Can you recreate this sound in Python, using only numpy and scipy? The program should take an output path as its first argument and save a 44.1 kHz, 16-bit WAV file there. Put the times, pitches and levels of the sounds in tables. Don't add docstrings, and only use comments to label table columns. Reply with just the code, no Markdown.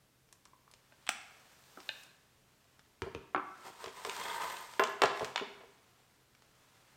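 import sys
import numpy as np
from scipy import signal
from scipy.fft import rfft, irfft
from scipy.io import wavfile

SR = 44100
rng = np.random.default_rng(int(sys.argv[2]) if len(sys.argv) > 2 else 0)


def put_to_file(sound):
    columns = np.atleast_2d(sound).T
    safe = np.clip(columns, -1, 1)
    whole_steps = np.round(safe * 32767)
    wavfile.write(sys.argv[1], SR, whole_steps.astype(np.int16))


N = 306936

# (frequency [Hz], density [dB])
AIR_SPECTRUM = [(15, -28.5), (25, -0.5), (39, -7.5), (70, -2.5), (123, -0.5), (166, -2), (394, -8.5),
                (439, -5.5), (476, -9), (1560, -14), (1890, -15), (8140, -20), (10400, -22.5), (14800, -22),
                (16000, -30)]
# (frequency [Hz], t60 [s])
ROOM_T60 = [(100, 0.64), (400, 0.93), (1200, .75), (3500, 0.67), (8000, 0.5), (15000, .25)]
# (frequency [Hz], gain [dB])
ROOM_EQ = [(60, -14.5), (200, -4), (450, -9.5), (1200, -4), (3000, -4.5), (7000, -5), (15000, -2)]
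# (delay [s], level [dB])
ECHOES = [(0.0107, -15.5), (0.016, -19.5), (.026, -20)]

# (time of peak speed [s], half length [s], level [dB])
REACHES = [(1.42, 0.39, -66.5), (1.86, 0.21, -63.5), (2.55, 0.62, -76.5), (3.8, 0.25, -62),
           (5.23, 0.065, -54), (5.55, 0.5, -70.5), (6.9, .4, -69.5)]
# (time [s], length [s], pouch level [dB], leather level [dB])
BELT_PULLS = [(3.663, 0.022, -46, -57.5), (3.816, 0.036, -48, -58), (3.97, 0.092, -49.5, -57),
              (4.067, .14, -44.5, -51), (4.191, 0.26, -39, -50.5)]
# (frequency [Hz], density [dB])
CLOTH_SPECTRUM = [(150, -5.5), (600, 6), (1500, 4.5), (3500, 0), (8500, -5.5), (10500, -12), (13500, -14.5),
                  (16000, -16)]
PALM_SPECTRUM = [(1500, -16), (4000, 3), (8500, 0.5), (10500, -8), (13500, 1), (16000, -8)]
LEATHER_SPECTRUM = [(500, -0.5), (2500, 4), (4500, 4.5), (6500, 0), (8600, 4), (10300, -12), (13000, -3.5),
                    (16000, -14.5)]
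SCRAPE_SPECTRUM = [(40, -28), (130, -9), (260, -16), (420, -6), (700, 2.5), (1300, -1), (2500, -3),
                   (5000, -17), (12000, -23.5)]
# (frequency [Hz], bandwidth [Hz], level [dB])
POUCH_MODES = [(402, 98, -8.5), (446, 61, -4), (904, 63, -1), (1009, 72, 3.5), (1229, 50, -4),
               (1553, 24, -1), (1740, 120, -14), (2160, 76, -8), (3180, 85, -16)]

# (time [s], level [dB], hardness [Hz])
FINGER_TICKS = [(.327, -57, 12000), (.454, -59.5, 8280), (.714, -62, 11000), (.738, -57.5, 5800),
                (1.803, -53.5, 3300), (2.035, -58.5, 12000), (2.794, -60.5, 2900), (6.35, -65, 3470),
                (6.422, -64, 3500)]
SHEATH_SNAP = [(1.067, -50, 12000), (1.0755, -44.5, 4000), (1.0908, -27.5, 13300)]
AXE_CLINKS = [(.9225, -60, 780), (1.8905, -34, 7050)]
TABLE_THUMPS = [(3.02, -34.5, 5200), (3.149, -38.5, 3900), (3.864, -54, 799), (5.037, -42.5, 600),
                (5.222, -44.5, 480)]
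# (time [s], level [dB], hardness [Hz], loss per bounce [dB])
HAT_TAPS = [(.328, -65.5, 2530, 14), (.456, -61, 1990, 9), (.533, -59.5, 1197, 13), (.678, -62.5, 2500, 7)]
HANDLE_KNOCKS = [(1.773, -47.5, 1310, 9.5), (3.3475, -27, 2800, 4), (3.652, -53, 1500, 0.5)]
METAL_CLICKS = [(3.842, -46, 9000, 2), (4.049, -40, 9270, 19), (4.096, -39, 8060, 11),
                (4.418, -46.5, 12000, 12), (4.796, -36.5, 6160, 16), (4.8372, -33.5, 9000, 17.5),
                (5.019, -27.5, 10890, 4.5), (5.195, -46, 9000, 5), (5.246, -41.5, 10660, 20),
                (5.3597, -30.5, 4560, 5.5)]
# (time [s], level [dB], hardness [Hz], tipping time [s], face level over edge [dB])
CASE_KNOCKS = [(3.063, -46, 236, 0.00604, 3.5), (3.84, -43.5, 1060, 0.031, 0), (4.05, -40.5, 890, 0.021, 0),
               (4.7953, -21, 2600, .026, -5), (5.0185, -22.5, 4600, .017, 3), (5.2085, -34, 940, .011, 0.5),
               (5.412, -38.5, 262, 0.0084, -4), (5.606, -54, 1510, 0.03, -2)]
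# (time [s], level [dB])
BUCKLE_RATTLES = [(4.217, -51), (4.255, -45.5), (4.299, -44)]
CLIP_PINGS = [(4.518, -55), (4.608, -58), (4.796, -46), (4.893, -61), (5.019, -53), (5.163, -68),
              (5.246, -62), (5.374, -62.5)]

# (frequency [Hz], level over the crack [dB], t60 [s])
FINGER_MODES = [(5330, -8.5, 0.011), (7950, -41, 0.015)]
HAT_MODES = [(994, 1.8, 0.024), (1125, -1.9, 0.023)]
SHEATH_MODES = [(274, -22.5, 0.022), (753, -13.5, 0.029), (1570, -8.5, 0.016), (2620, -6, 0.01),
                (3300, -4.5, 0.01), (7980, -10, 0.0063)]
AXE_MODES = [(598, -10, 0.025), (870, -14.5, 0.1), (1580, -3.5, 0.051), (1787, -10, 0.11), (2530, -1, 0.04),
             (2820, -3, 0.019), (2915, -5.5, 0.038), (3750, 2, 0.016), (4060, -1.5, 0.017)]
HANDLE_MODES = [(305, -13, 0.085), (377, -12, 0.12), (788, -6, 0.025), (1016, -8.5, 0.066),
                (1144, -7, 0.075), (1322, -2, 0.031), (1534, -11, 0.075)]
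TABLE_MODES = [(56.4, -10.5, 0.17), (134, -5, 0.066), (286, -8.5, .07), (383, -2.5, 0.087),
               (461, -3.5, 0.072), (920, -12, .08), (2360, -17.5, .15)]
CASE_MODES = [(279, -19, 0.044), (400.8, -4, 0.16), (438.4, -9, 0.14), (500, -8, 0.045), (632, -7, 0.11),
              (696, -6.5, 0.08), (852, -7, 0.026), (875, -10, 0.063), (1046, -4, 0.07), (1263, -11.5, 0.16),
              (1382, -8.5, 0.068), (1702, -10, 0.2), (2737, -11, .15)]
METAL_MODES = [(981, -10, 0.078), (2255, -15.5, 0.15), (2750, -30.5, .06), (3410, -21, 0.056),
               (5300, -33.5, 0.026), (7430, -21, .03)]
BUCKLE_MODES = [(3326, 8, 0.065), (3650, 1.5, 0.045)]
CLIP_MODES = [(9400, -10.5, .1), (12758, -1, .13), (14562, -1.5, .1), (14626, 3, 0.1016)]
# (frequency [Hz], density [dB])
FINGER_CRACK = [(200, -17), (1000, -8), (2500, -8), (6500, -5.5), (10000, -6.5), (16000, -20)]
SHEATH_CRACK = [(70, -39), (260, -21), (500, -21.5), (800, 2), (3500, -0.5), (5000, -4.5), (8500, -5.5),
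                (10500, -18), (15000, -12)]
AXE_CRACK = [(200, -10), (700, -19), (1600, 5), (4000, -5), (5500, -25), (15000, -24)]
HANDLE_CRACK = [(60, -22), (250, -1), (550, -1.5), (1150, 7), (2200, -0.5), (4000, -12.5), (9000, -27),
                (15000, -22)]
TABLE_CRACK = [(30, -35), (55, -8.5), (400, -0.5), (700, -9.5), (2500, -10), (4500, -18), (8000, -19),
               (14000, -20.5)]
CASE_CRACK = [(50, -20.5), (260, -13), (420, 5.5), (1000, 7.5), (2000, 7), (4000, -10), (8000, -28.5),
              (15000, -13.5)]
METAL_CRACK = [(100, -47), (500, -6), (1200, 2), (3200, 2), (4500, -3), (8500, -8.5), (10500, -21),
               (15000, -15)]
CLIP_CRACK = [(1000, -15.5), (6000, 5.5), (15000, -7.5)]


def from_db(db):
    return 10 ** (np.asarray(db) / 20)


def rms_one(x):
    return x / np.sqrt(np.mean(x ** 2) + 1e-20)


def energy_one(x):
    return x / np.sqrt(np.sum(x ** 2) + 1e-20)


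def at_hz(points, hz):
    f, value = np.transpose(points)
    return np.interp(np.log(np.maximum(hz, 1)), np.log(f), value)


def colour(x, spectrum, size=4096):
    gain = from_db(at_hz(spectrum, np.fft.rfftfreq(size, 1 / SR)))
    cepstrum = irfft(np.log(gain))
    cepstrum[1:size // 2] *= 2
    cepstrum[size // 2 + 1:] = 0
    return signal.fftconvolve(x, irfft(np.exp(rfft(cepstrum))))[:len(x)]


def resonate(x, hz, width):
    r = np.exp(-np.pi * width / SR)
    poles = [1, -2 * r * np.cos(2 * np.pi * hz / SR), r * r]
    return signal.lfilter(np.array([1, 0, -1]) * (1 - r * r) / 2, poles, x)


def decay(t, t60):
    return np.exp(-np.log(1000) * t / t60)


def room_tone(air_db=-70.5, hum_hz=128.7, hum_db=-80):
    air = rms_one(colour(rng.standard_normal(N), AIR_SPECTRUM))
    hum = rms_one(np.sin(2 * np.pi * hum_hz * np.arange(N) / SR))
    return from_db(air_db) * air + from_db(hum_db) * hum


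def reverb(x, size=44100):
    t, hz = np.arange(size) / SR, np.fft.rfftfreq(size, 1 / SR)
    centres = np.geomspace(60, 16000, 9)
    white = rfft(rng.standard_normal(size))
    bands = [irfft(white * at_hz(np.c_[centres, share], hz), size) for share in np.eye(len(centres))]
    tail = sum(band * decay(t, at_hz(ROOM_T60, centre)) for band, centre in zip(bands, centres))
    tail *= np.clip((t - .006) / .004, 0, 1)
    mid_energy = np.sum(decay(t, at_hz(ROOM_T60, 1000)) ** 2)
    response = colour(tail / np.sqrt(mid_energy), ROOM_EQ)
    for delay, db in ECHOES:
        response[round(delay * SR)] += from_db(db)
    return signal.fftconvolve(x, response)[:N]


def drift(rate):
    steps = np.arange(N) / SR * rate
    values = rng.standard_normal(N // 20)
    return rms_one(np.interp(steps, np.arange(len(values)), values))


def friction(slips_per_s, spread_db, judder_db=0, judder_hz=0):
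    slips = rng.random(N) < slips_per_s / SR
    sizes = from_db(spread_db * np.minimum(rng.exponential(1, N), 4))
    signs = rng.choice([-1, 1], N)
    return rms_one(slips * sizes * signs * from_db(judder_db * drift(judder_hz)))


def stroke(start, length, bite_s, coast):
    t = np.arange(N) / SR - start
    return np.exp(np.minimum(t, 0) / bite_s - np.maximum(t - length, 0) / (coast * length))


def sleeves(still_db=-87):
    t = np.arange(N) / SR
    swells = [from_db(db) * np.exp(-.5 * ((t - s) / half) ** 2) for s, half, db in REACHES]
    rub = friction(7000, spread_db=2.2, judder_db=.9, judder_hz=90)
    return (from_db(still_db) + np.max(swells, axis=0)) * rms_one(colour(rub, CLOTH_SPECTRUM))


def palm(level_db=-66.5):
    hiss = rms_one(colour(friction(6000, spread_db=2.5), PALM_SPECTRUM))
    return from_db(level_db) * stroke(start=1.88, length=.15, bite_s=.42, coast=.25) * hiss


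def pouch_scrape():
    pulls = [(s, length, db) for s, length, db, _ in BELT_PULLS]
    pulls.append((4.424, .012, -36))
    strokes = [from_db(db) * stroke(s, length, bite_s=.022, coast=.56) for s, length, db in pulls]
    slips = friction(2000, spread_db=3.95)
    singing = rms_one(sum((-1) ** k * from_db(db) * resonate(slips, hz, width)
                          for k, (hz, width, db) in enumerate(POUCH_MODES)))
    grit = rms_one(colour(slips, SCRAPE_SPECTRUM))
    return np.max(strokes, axis=0) * (from_db(-4) * singing + from_db(-8) * grit)


def strap_hiss(trim_db=.35):
    strokes = [from_db(db + trim_db) * stroke(s, length, bite_s=.039, coast=1.05)
               for s, length, _, db in BELT_PULLS]
    rub = friction(9000, spread_db=2.7, judder_db=2, judder_hz=150)
    return np.max(strokes, axis=0) * rms_one(colour(rub, LEATHER_SPECTRUM))


def scatter(t, t60, snap):
    burst = energy_one(rng.standard_normal(len(t)) * decay(t, t60))
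    burst[0] += snap
    return burst


def struck(contacts, modes, crack_spectrum, crack_t60, snap, size=22050):
    out, t = np.zeros(N + size), np.arange(size) / SR
    mode_hz, mode_db, _ = np.transpose(modes)
    rings = np.array([energy_one(np.sin(2 * np.pi * hz * t) * decay(t, t60)) for hz, _, t60 in modes])
    edge_hz = .87 * mode_hz[0]
    rings = signal.sosfilt(signal.butter(4, edge_hz, "high", fs=SR, output="sos"), rings)
    for s, db, hardness_hz in contacts:
        strengths = from_db(mode_db + 1.5 * rng.standard_normal(len(modes)))
        signs = rng.choice([-1, 1], len(modes))
        crack = energy_one(colour(scatter(t, crack_t60, snap), crack_spectrum))
        softness = signal.butter(2, hardness_hz, fs=SR, output="sos")
        blow = energy_one(signal.sosfilt(softness, crack + (signs * strengths) @ rings))
        start = round(s * SR)
        out[start:start + size] += from_db(db) * blow * np.sqrt(SR / 100)
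    return out[:N]


def stray(span_s, per_s, level_db, hardness_hz, spread_db=3):
    start, end = span_s
    jitter, strength = rng.random((32, 2)).T
    times = start + (np.arange(len(jitter)) + jitter) / per_s
    levels = level_db + spread_db * (2 * strength - 1)
    return [(s, db, hardness_hz) for s, db in zip(times, levels) if s < end]


def bouncing(landings, gap_s, gap_ratio, softening, count):
    delays = np.r_[0, np.cumsum(gap_s * gap_ratio ** np.arange(count - 1))]
    return [(s + delay, db - k * loss_db, hz * softening ** k)
            for s, db, hz, loss_db in landings for k, delay in enumerate(delays)]


def fingers():
    grip = stray(span_s=(0, 3.2), per_s=2.2, level_db=-69.5, hardness_hz=4000)
    return struck(FINGER_TICKS + grip, FINGER_MODES, FINGER_CRACK, crack_t60=.036, snap=.97)


def hard_hat():
    taps = bouncing(HAT_TAPS, gap_s=.026, gap_ratio=1, softening=.8, count=2)
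    return struck(taps, HAT_MODES, HANDLE_CRACK, crack_t60=.041, snap=.43)


def hardware():
    clicks = bouncing(METAL_CLICKS, gap_s=.018, gap_ratio=1.1, softening=.72, count=3)
    jiggles = stray(span_s=(4.05, 5.3), per_s=8, level_db=-50.5, hardness_hz=10000)
    buckle_hardness_hz, clip_hardness_hz = 6040, 14000
    rattles = [(s, db, buckle_hardness_hz) for s, db in BUCKLE_RATTLES]
    pings = [(s, db, clip_hardness_hz) for s, db in CLIP_PINGS]
    return (struck(clicks + jiggles, METAL_MODES, METAL_CRACK, crack_t60=.018, snap=.34)
            + struck(rattles, BUCKLE_MODES, METAL_CRACK, crack_t60=.021, snap=.16)
            + struck(pings, CLIP_MODES, CLIP_CRACK, crack_t60=.035, snap=.3))


def table_top():
    touches = []
    for s, db, hardness_hz in TABLE_THUMPS:
        touches += [(s, db, hardness_hz),
                    (s + .006, db - 4.5, 180),
                    (s + .0235, db - 10.5, 700)]
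    return struck(touches, TABLE_MODES, TABLE_CRACK, crack_t60=.023, snap=1)


def axe():
    knocks = bouncing(HANDLE_KNOCKS, gap_s=.0135, gap_ratio=1.2, softening=.75, count=4)
    return (struck(SHEATH_SNAP, SHEATH_MODES, SHEATH_CRACK, crack_t60=.022, snap=.19)
            + struck(AXE_CLINKS, AXE_MODES, AXE_CRACK, crack_t60=.02, snap=.27)
            + struck(knocks, HANDLE_MODES, HANDLE_CRACK, crack_t60=.023, snap=.38))


def rocking_cases():
    touches = []
    for s, db, edge_hz, tip_s, face_db in CASE_KNOCKS:
        face_hz = min(.45 * edge_hz, 1400)
        touches += [(s, db, edge_hz),
                    (s + tip_s, db + face_db, face_hz),
                    (s + 1.72 * tip_s, db + face_db - 8.5, face_hz)]
    return struck(touches, CASE_MODES, CASE_CRACK, crack_t60=.059, snap=.823)


def scene(low_cut_hz=43.9):
    axe_bus = fingers() + hard_hat() + axe()
    gear_bus = table_top() + rocking_cases() + hardware()
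    rub_bus = pouch_scrape() + strap_hiss() + sleeves() + palm()
    low_cut = signal.butter(2, low_cut_hz, "high", fs=SR, output="sos")
    buses = signal.sosfilt(low_cut, np.array([axe_bus, gear_bus, rub_bus]))
    sends_db = [-2.06, 0, -.5]
    return (buses.sum(axis=0) + reverb(from_db(sends_db) @ buses) + room_tone())[None]


def record(dry):
    return signal.sosfilt(signal.ellip(12, .1, 80, 16000, fs=SR, output="sos"), dry)


dry = scene()
out = record(dry)
put_to_file(out)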